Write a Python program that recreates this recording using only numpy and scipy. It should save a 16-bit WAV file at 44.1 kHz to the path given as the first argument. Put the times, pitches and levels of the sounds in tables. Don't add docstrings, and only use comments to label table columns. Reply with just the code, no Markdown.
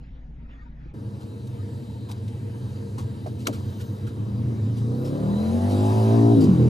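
import sys
import numpy as np
from scipy import signal
from scipy.io import wavfile
from scipy.ndimage import uniform_filter1d

SR = 44100
rng = np.random.default_rng(int(sys.argv[2]) if len(sys.argv) > 2 else 0)


def store_wav(level_fs):
    pcm = np.round(np.clip(np.atleast_2d(level_fs), -1, 1) * 32767)
    wavfile.write(sys.argv[1], SR, pcm.T.astype(np.int16))


def ratio(d):
    e = np.asarray(d, float) / 20
    return 10 ** e


N = 295029


def evened(x):
    return x / np.sqrt(np.mean(abs(x) ** 2) + 1e-20)


def read(points, hz, column=1):
    rows = np.array(points)
    return np.interp(np.log(hz + 1), np.log(rows[:, 0] + 1), rows[:, column])


def curve(rows, column, fade_in=.01, fade_out=0.011):
    rows, t = np.array(rows), np.arange(N) / SR
    rise = 1 + (t - rows[0, 0]) / fade_in
    fall = 1 + (rows[-1, 0] - t) / fade_out
    return ratio(np.interp(t, rows[:, 0], rows[:, column])) * np.clip(np.minimum(rise, fall), 0, 1)


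def drift(hz, count=1):
    coarse = np.arange(0, N + 200, 100)
    knots_at = np.arange(400) * SR / hz
    out = []
    for knots in rng.standard_normal((count, 400)):
        smooth = uniform_filter1d(np.interp(coarse, knots_at, knots), int(SR / hz / 200))
        out.append(np.interp(np.arange(N), coarse, smooth))
    return np.array(out)


# f/Hz, width/Hz, level/dB
RESONANCES = [(2654, 43, -3), (3090, 300, -5), (3770, 240, 0), (4700, 92, -3), (5230, 83, -6),
              (5850, 110, -4), (6170, 77, -5), (7520, 62, -8), (8900, 63, -7), (9230, 33, -8)]
RESONANCE_LIFT = [8.2, 6.5, 3.9, 4.1, 2.5, 2, 5.7, 4.6, 1.6, 4.6]


def noise(points, patchy_db, size=1024, rings=False):
    hz = np.fft.rfftfreq(size, 1 / SR)
    a, b, patches = rng.standard_normal((N * 4 // size + 5, len(hz), 3)).T
    patches = uniform_filter1d(patches, size // 100, 0)
    patches = evened(uniform_filter1d(patches, 10240 // size, 1))
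    colour_db = read(points, hz)
    clouds = 0
    if rings:
        clouds = evened(uniform_filter1d(uniform_filter1d(patches, 30, 0), 40, 1))
        for (f, width, _), db in zip(RESONANCES, RESONANCE_LIFT):
            colour_db = colour_db + db / (1 + (2 * (hz - f) / width) ** 2)
    z = (a + 1j * b) * ratio(colour_db[:, None] + patchy_db * patches + 0.81 * clouds)
    return evened(signal.istft(z, nperseg=size, noverlap=size * 3 // 4)[1][:N])


def resonate(x, hz, width):
    turn = np.exp(2j * np.pi * np.cumsum(hz * np.ones(len(x))) / SR)
    r = np.exp(-np.pi * width / SR)
    return 2 * (turn * signal.lfilter([1 - r], [1, -r], x / turn)).real


def ringing_noise(x, hz, width):
    return evened(resonate(resonate(x, hz, width), hz, width))


def highpass(x, hz, order=4):
    return signal.sosfilt(signal.butter(order, hz, "high", fs=SR, output="sos"), x)


def echoes(x, t60, wet_db):
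    at = np.arange(200, SR // 2, 40)
    at = at + rng.integers(0, 40, len(at))
    tail = np.zeros(SR)
    tail[at] = rng.choice([-1., 1.], len(at)) * ratio(-60 * at / SR / t60)
    return x + ratio(wet_db) * signal.fftconvolve(x, tail / np.linalg.norm(tail))[:N]


FIRING_GAP = 0.41
STUMBLE = .3
NOTCH_S, NOTCH_HZ, NOTCH_WIDTH_HZ, NOTCH_DB = (5.404, 6.08), (167, 282), 30, -12.5
# level/dB when
EXHAUST_ORDERS = [(-4, -5.5, -2, -8, -13, -5), (-11, -8, -42, 0.5, -6.5, -1), (-0.5, 2.5, -4.5, -9, 2, 0.5),
                  (-5.5, 1, -1, 0, -8, -6.5), (-15, -35, -8.5, -2, -26, -28),
                  (-6.5, -13, -9.5, -9.5, -1, -7), (-7, -21, -18.5, -18.5, -18.5, 1.5),
                  (-12, -21.5, -23.5, -14, -23, -9.5), (-14.5, -21, -20, -24, -24, -23),
                  (-14.5, -19, -19, -26, -27, -14.5), (-22, -23.5, -18, -27, -36, -20.5),
                  (-34, -24, -22.5, -40, -34, -31), (-18.5, -16, -28.5, -49, -42, -30),
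                  (-17, -33, -35, -46, -47, -26), (-18, -26, -25, -48, -49, -38),
                  (-23.5, -31.5, -30.5, -49, -51, -45), (-28, -29, -28, -51, -55, -56),
                  (-38, -42, -37, -46, -46, -49), (-40, -38, -37, -43, -43, -40),
                  (-58, -49, -42, -46, -54, -52), (-59, -31, -40, -48, -52, -34),
                  (-44, -40, -27, -48, -48, -46), (-54, -36, -41, -48, -57, -54)]
# f/Hz, level/dB
WAY_IN = [(62, -32), (85, -6), (105, 1.5), (135, -5), (172, -9), (212, -3), (250, -3), (287, -1.5),
          (320, -15), (350, -0.5), (375, -0.5), (440, -4.5), (495, 7.5), (580, -4), (640, -2.5), (690, 6.5),
          (740, 1.5), (850, 8), (930, -3.5), (995, 7), (1090, -12)]


def exhaust_tones(cycle_hz, turns, load, rough):
    t = np.arange(N) / SR
    notch_hz = np.interp(t, NOTCH_S, NOTCH_HZ)
    notch_db = NOTCH_DB * np.clip(np.minimum(t - NOTCH_S[0], NOTCH_S[1] - t) / 0.15 + 1, 0, 1)
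    wander = drift(16, count=2 * len(EXHAUST_ORDERS))
    stumble = STUMBLE * rough ** 2 * drift(35)[0]
    low, high = np.zeros(N), np.zeros(N)
    for k, db in enumerate(EXHAUST_ORDERS):
        order = k + 2
        hz = order * cycle_hz
        pair = np.angle(1 + 0.85 * np.exp(-2j * np.pi * order * FIRING_GAP))
        slip = (1.2 + .09 * order) * rough * wander[2 * k] + order * stumble
        phase = 2 * np.pi * order * turns + pair - 0.0696 * order ** 2 + slip
        fade_db = min(1.7 * order, 16) * np.minimum(rough, .33) * wander[2 * k + 1]
        level_db = np.interp(load, np.arange(len(db)), db) + read(WAY_IN, hz) + np.minimum(fade_db, 3.5)
        level_db = level_db + 1.8 * np.minimum(load, 0) * (order - 4)
        level_db = level_db + notch_db / (1 + (2 * (hz - notch_hz) / NOTCH_WIDTH_HZ) ** 2)
        tone = -ratio(level_db) * np.cos(phase)
        upper = np.clip((hz - 420) / 50, 0, 1)
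        low = low + (1 - upper) * tone
        high = high + upper * tone
    return np.sqrt(2) * low, high / np.sqrt(uniform_filter1d(high ** 2, SR // 5))


# f/Hz, level/dB per Hz
ROAR_COLOUR = [(35, -53), (60, -60), (96, 5.5), (124, 8), (161, -13), (215, 4.5), (270, -2.5), (304, -0.5),
               (365, -4.5), (1400, -39), (1820, -52), (3080, -120)]


def exhaust_roar(turns):
    first = np.exp(5.9 * np.cos(2 * np.pi * turns))
    second = np.exp(7.2 * np.cos(2 * np.pi * (turns - FIRING_GAP)))
    puff = evened(first + second)
    return highpass(noise(ROAR_COLOUR, 1.5, size=2048) * (1 + 0.14 * puff), 70)


SHAKE_HZ, SHAKE_WIDTH_HZ, SHAKE_DB = 48.6, 52, -39.5
# t/s, engine cycle f/Hz, exhaust level/dB
BIKE_RUN = [(3.9, 24.42, -36), (4.25, 27.51, -29), (4.46, 29.67, -25.5), (4.55, 28.5, -25.5),
            (4.63, 26.41, -26), (4.86, 29.51, -24.5), (4.98, 31.94, -25), (5.15, 35.9, -25),
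            (5.3, 39.59, -21), (5.66, 48.66, -20.5), (5.86, 52.49, -18.5), (6.11, 55.89, -16.5),
            (6.32, 57.94, -16), (6.35, 56.57, -15.5), (6.5, 46.75, -13.5), (6.6, 40.53, -16),
            (6.69, 40.2, -18)]
# t/s, state (below 0 far and dull, 0 rolling, 1 winding up, 2 full, 3 shut,
# 4 coasting, 5 reopened), roughness 0-1, bark level/dB against the exhaust
RIDER_HAND = [(3.9, -.8, .3, -23), (4.55, -.7, .3, -26), (4.83, -.3, .28, -24), (4.88, 0, .22, -15),
              (5.17, 0, .26, -11.5), (5.3, 1, .23, -15.5), (5.5, 1, .23, -15), (5.7, 1.6, .21, -13),
              (5.95, 2, .18, -14), (6.33, 2, .13, -15), (6.38, 3, .3, -19), (6.44, 3, .33, -20),
              (6.5, 4, .29, -22), (6.55, 4, .36, -22), (6.6, 5, .36, -19)]
# t/s, length/s, level/dB
MISSED_FIRINGS = [
    (6.457, 0.0065, -3),
    (6.57, .014, -1),
]


def motorcycle():
    t, run, hand = np.arange(N) / SR, np.array(BIKE_RUN), np.array(RIDER_HAND)
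    cycle_hz = np.interp(t, run[:, 0], run[:, 1])
    load, rough, bark_db = (np.interp(t, hand[:, 0], hand[:, c]) for c in (1, 2, 3))
    turns = np.cumsum(cycle_hz * (1 + 0.00455 * drift(12)[0])) / SR
    low, high = exhaust_tones(cycle_hz, turns, load, rough)
    roar = exhaust_roar(turns)
    bark = evened(highpass(roar, 450))
    clean = np.sqrt(1 - rough ** 2)
    body = curve(BIKE_RUN, 2, 1.0, 9.) * (clean * low + 1.22 * rough * evened(roar))
    top = 0.9 * clean * high + (0.18 + 1.4 * rough) * bark
    top = curve(BIKE_RUN, 2, 0.52, 9.) * ratio(bark_db) * top
    shake = ringing_noise(rng.standard_normal(N), SHAKE_HZ, SHAKE_WIDTH_HZ)
    body = body + curve(BIKE_RUN, 2, .9, 9.) * ratio(SHAKE_DB) * shake
    missed_db = sum(db * np.exp(-((t - s) / length) ** 2) for s, length, db in MISSED_FIRINGS)
    return echoes((body + top) * ratio(missed_db), t60=.3, wet_db=-15)


# from t/s,
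# to t/s, from f/Hz, to f/Hz, width/Hz, level/dB
WHISTLES = [(5.201, 5.6, 3740, 4270, 160, -53.5), (5.3, 5.95, 10400, 10800, 440, -62),
            (5.5, 6.15, 3996, 5550, 227, -60), (5.85, 6.55, 3400, 3500, 242, -68),
            (5.7, 6.1, 6800, 6700, 253, -65), (3.45, 4.15, 13600, 13500, 700, -67),
            (3.5, 4.1, 6000, 6500, 260, -67), (4.9, 5.15, 12000, 14000, 1500, -66),
            (5.2, 5.7, 4700, 4900, 151, -66), (1.54, 1.66, 1100, 1350, 60, -63),
            (1.82, 2.02, 890, 900, 57, -57.5), (2.26, 2.42, 830, 834, 60, -58)]


def whistles():
    out = np.zeros(N)
    for start, end, from_hz, to_hz, width, db in WHISTLES:
        hz = np.linspace(from_hz, to_hz, int((end - start) * SR))
        whistle = ringing_noise(rng.standard_normal(len(hz)), hz, width)
        out[int(start * SR):][:len(hz)] += ratio(db) * whistle * np.hanning(len(hz))
    return out


CLICK_RISE_S, SCUFF_RISE_S, GRIT_DB = 0.0054, 0.015, 2
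# f/Hz, level/dB per Hz
SNAP_COLOUR = [(500, -2), (1000, -47), (2000, -9.5), (4000, -5), (6500, -8.5), (9000, -12), (12500, -15.5),
               (15500, -25)]
# t/s, bright level/dB, knock level/dB, knock f/Hz, time to die by 60 dB/s
SHARP_CLICKS = [(1.470, -56, -75, 1300, .03), (2.112, -46, -49, 910, 0.037), (2.180, -63, -75, 9000, .02),
                (2.278, -54, -56, 3850, .04), (2.979, -46, -45, 970, 0.16), (3.260, -63, -34, 640, 0.056),
                (3.263, -56, -37.5, 400, 0.13), (3.452, -61, -49, 3900, 0.055),
                (3.469, -26, -28.5, 1140, 0.027), (3.475, -65, -27.5, 300, 0.17),
                (3.478, -49.5, -28, 530, 0.087), (3.525, -48.5, -56, 1230, 0.23),
                (3.592, -61, -72, 3500, 0.055), (3.812, -51, -57, 4800, 0.035),
                (6.434, -48, -50, 4700, 0.14), (.852, -90, -48, 300, .08), (3.472, -70, -45, 800, 0.054)]
# t/s, bright level/dB, knock level/dB, knock f/Hz, time to die by 60 dB/s
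SOFT_SCUFFS = [
    (1.200, -61, -72, 3000, 0.23),
    (2.085, -52, -48, 876, 0.13),
    (3.385, -54.5, -83, 1200, 0.3),
    (3.795, -52, -56.5, 1490, 0.11),
    (4.065, -52.5, -54, 1450, 0.1),
    (4.765, -53.5, -71, 3000, 0.16),
    (5.045, -49.5, -56, 5283, 0.19),
    (6.403, -44, -46, 4740, 0.1),
    (5.688, -47.5, -63, 4900, 0.28),
]


def ticks():
    length = 9000
    out, t = np.zeros(N + length), np.arange(length) / SR
    grit = evened(uniform_filter1d(rng.standard_normal(N), size=90))
    bright = evened(noise(SNAP_COLOUR, 1.5, size=256) * ratio(GRIT_DB * grit))
    for rows, rise in ((SHARP_CLICKS, CLICK_RISE_S), (SOFT_SCUFFS, SCUFF_RISE_S)):
        for s, bright_db, knock_db, hz, t60 in rows:
            at = int(s * SR)
            shape = (1 - np.exp(-t / rise)) * ratio(-60 * t / t60)
            knock = ringing_noise(rng.standard_normal(length), hz, min(0.36 * hz, 600))
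            burst = ratio(bright_db) * bright[at:at + length] + ratio(knock_db) * knock
            out[at:at + length] += shape / shape.max() * burst
    return out[:N]


SWELL_DB, SWELL_HZ = .8, 7.
# t/s, rumble level/dB, air level/dB
FAR_ENGINES = [
    (0.94, -33.5, -59),
    (1.15, -33.5, -56.5),
    (2.3, -33.5, -54.5),
    (2.9, -31, -54),
    (3.4, -31, -54),
    (3.7, -31.5, -52.5),
    (3.95, -30.5, -56),
]
# f/Hz, level/dB per Hz
RUMBLE_COLOUR = [(18, -83), (30, -37), (64, -24), (80, -6.5), (108, 1.5), (130, -1), (162, -20), (205, -7),
                 (386, -20.5), (459, -21), (505, -24), (760, -40.5), (934, -35.5), (1160, -86), (1300, -39),
                 (1690, -91), (2860, -120)]
# f/Hz, noisy width/Hz, noisy level/dB, steady tone level/dB, pitch wander share
PIPE_DRONES = [
    (103, 13, -6, -3, 0.025),
    (201, 10.4, -21, -8, 0.007),
    (227, 14, -20, -17, 0.015),
    (317.4, 24.3, -20, -23, 0.0198),
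    (461.5, 30, -16, -27, 0.0209),
    (922, 70, -31, -60, 0.025),
    (124, 10, -12, -5, 0.02),
]


def yard():
    wander, drones = drift(5.4, count=2 * len(PIPE_DRONES)), 0
    for k, (hz, width, noisy_db, tone_db, share) in enumerate(PIPE_DRONES):
        drones = drones + ratio(noisy_db) * ringing_noise(rng.standard_normal(N), hz, width)
        tone = np.sin(2 * np.pi * np.cumsum(hz * (1 + share * wander[2 * k])) / SR)
        drones = drones + ratio(tone_db + 1.56 * wander[2 * k + 1]) * tone
    rumble = evened(noise(RUMBLE_COLOUR, 0.22, size=4096) + 0.78 * drones)
    return curve(FAR_ENGINES, 1, .008, 1.1) * rumble * ratio(SWELL_DB * drift(SWELL_HZ)[0])


PASS_S, PASS_M, SPEED_M_PER_S, TYRES_DB = 6, 3.38, 9.3, -45
FIZZ_HZ, FIZZ_S, FIZZ_DB = 6000, 6.05, 0.9
# f/Hz, level/dB per Hz
AIR_COLOUR = [(410, 4), (700, 1), (776, -4.5), (955, -1.5), (1450, -10), (1540, -4), (2250, -10),
              (3030, -12.5), (3450, -14), (3920, -5.5), (5570, -15), (9350, -16), (12400, -20.5),
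              (14300, -23), (15500, -45)]
# f/Hz, level/dB per Hz
HISS_COLOUR = [(590, -79), (1000, -2), (1460, -14), (1600, -11), (1790, -13.5), (3370, -19), (3910, -10),
               (4440, -17), (4870, -14.5), (5400, -18), (10700, -23), (14000, -31), (15500, -30)]


def open_air():
    t = np.arange(N) / SR
    far = noise(AIR_COLOUR, 1.3, rings=True) * ratio(.5 * SWELL_DB * drift(SWELL_HZ)[0])
    near = noise(HISS_COLOUR, 1.5, rings=True) * np.clip((t - BIKE_RUN[0][0]) / .5 + 1, 0, 1)
    fizz = highpass(near, FIZZ_HZ, order=2)
    near = near + fizz * (ratio(-FIZZ_DB * np.tanh((t - FIZZ_S) / 0.059)) - 1)
    nearness = PASS_M / np.hypot(PASS_M, SPEED_M_PER_S * (t - PASS_S))
    hiss = curve(FAR_ENGINES, 2, .004, .4) * far + ratio(TYRES_DB) * nearness * near
    return echoes(hiss, t60=.03, wet_db=-10)


CLOSED_S, HUM_DB, STILL_DB = .925, -42, -68.5
# f/Hz, level/dB per Hz
HUM_COLOUR = [(11, -45), (18, -1), (59, -20), (74, -8), (87, -26.5), (128, -13.5), (161, -13.5), (184, -27),
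              (231, -17.5), (384, -38.5), (900, -44.5), (1170, -56), (1980, -120)]
# f/Hz, level/dB per Hz
RUSTLE_COLOUR = [(290, -58), (500, -9.5), (710, -40), (984, -21), (1070, -29), (1190, -18), (1640, -16),
                 (1890, -17.5), (2030, -17.5), (7000, -40.5), (8300, -66), (9600, -53), (13000, -57),
                 (19800, -120)]
# start t/s, length/s, level/dB
CLOTH_MOVES = [
    (0.0, .11, -73),
    (.485, .2, -65),
    (.79, .14, -72),
]
# t/s, level/dB, f/Hz, length/s
SEAT_CREAKS = [
    (.53, -74, 1880, 0.036),
    (0.61, -71, 1550, 0.056),
    (0.568, -58, 1850, 0.067),
    (.61, -60, 1210, 0.033),
    (0.65, -58, 940, 0.039),
    (0.39, -64, 930, 0.052),
    (0.59, -76, 4600, .06),
    (.885, -65, 810, 0.059),
    (.6, -67, 2200, .04),
]


def cabin():
    t = np.arange(N) / SR
    idle_hz = 55 * (1 + 0.0047 * drift(4.6)[0])
    tone = ratio(2.4) * np.sin(2 * np.pi * np.cumsum(idle_hz) / SR)
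    cloth = ratio(STILL_DB)
    for s, length, db in CLOTH_MOVES:
        cloth = cloth + ratio(db) * np.sin(np.pi * np.clip((t - s) / length, 0, 1) ** .5)
    out = ratio(HUM_DB) * (noise(HUM_COLOUR, 1.7, size=4096) + tone) + cloth * noise(RUSTLE_COLOUR, 3.7)
    out = out * np.clip((CLOSED_S - t) / 0.037 + 1, 0, 1)
    for s, db, hz, length in SEAT_CREAKS:
        t = np.arange(int(length * SR)) / SR
        creak = np.sin(np.pi * t / length) * np.sin(2 * np.pi * hz * t)
        out[int(s * SR):][:len(t)] += ratio(db) * creak
    return out


def scene():
    return np.tile(motorcycle() + whistles() + ticks() + yard() + open_air() + cabin(), (2, 1))


def roll_off(x):
    return signal.sosfilt(signal.butter(12, 15770, fs=SR, output="sos"), x)


# f/Hz, level/dB
PORT_DIFFERENCE = [(60, -20), (110, -15), (200, -11.5), (380, -6), (700, -1), (1290, 6.5), (2380, 0),
                   (4400, -7), (8120, -49), (15000, 3.5)]
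# f/Hz, steady share of that difference 0-1, its phase lead/radians
PORT_PHASE = [(60, 0.6, 7.1), (132, 1, 1.5), (300, 0.5, 1.42), (640, 0.6, 1.3), (1360, 0.28, 1.56),
              (2000, 0.3, 1.54), (2900, 1, 1.43), (4970, 0.46, 0.26), (12800, 0.8, 1.57)]


def record(dry):
    lowpass = signal.firwin(255, 15050, fs=SR)
    mid = signal.oaconvolve(np.pad(dry.mean(0), 127, "reflect"), lowpass, "valid")
    hz, _, z = signal.stft(mid, SR, nperseg=1024, noverlap=768, boundary="even", padded=False)
    scatter = rng.standard_normal((2,) + z.shape)
    scatter = uniform_filter1d(uniform_filter1d(scatter, 3, 1), 6, 2)
    steady = np.clip(read(PORT_PHASE, hz), 0, 1)[:, None]
    turn = steady * np.exp(1j * read(PORT_PHASE, hz, column=2))[:, None]
    turn = turn + np.sqrt(1 - steady ** 2) * np.exp(1j * np.arctan2(*scatter))
    side = z * turn * ratio(read(PORT_DIFFERENCE, hz))[:, None]
    side = signal.istft(side, SR, nperseg=1024, noverlap=768)[1]
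    side = np.pad(side, (0, N), "reflect")[:N]
    fade = np.sin(np.pi / 2 * np.minimum(np.arange(N)[::-1] / (.004 * SR), 1)) ** 2
    mid, side = mid * fade, side * fade
    return roll_off(np.array([mid + side, mid - side]))


dry = scene()
out = record(dry)
store_wav(out)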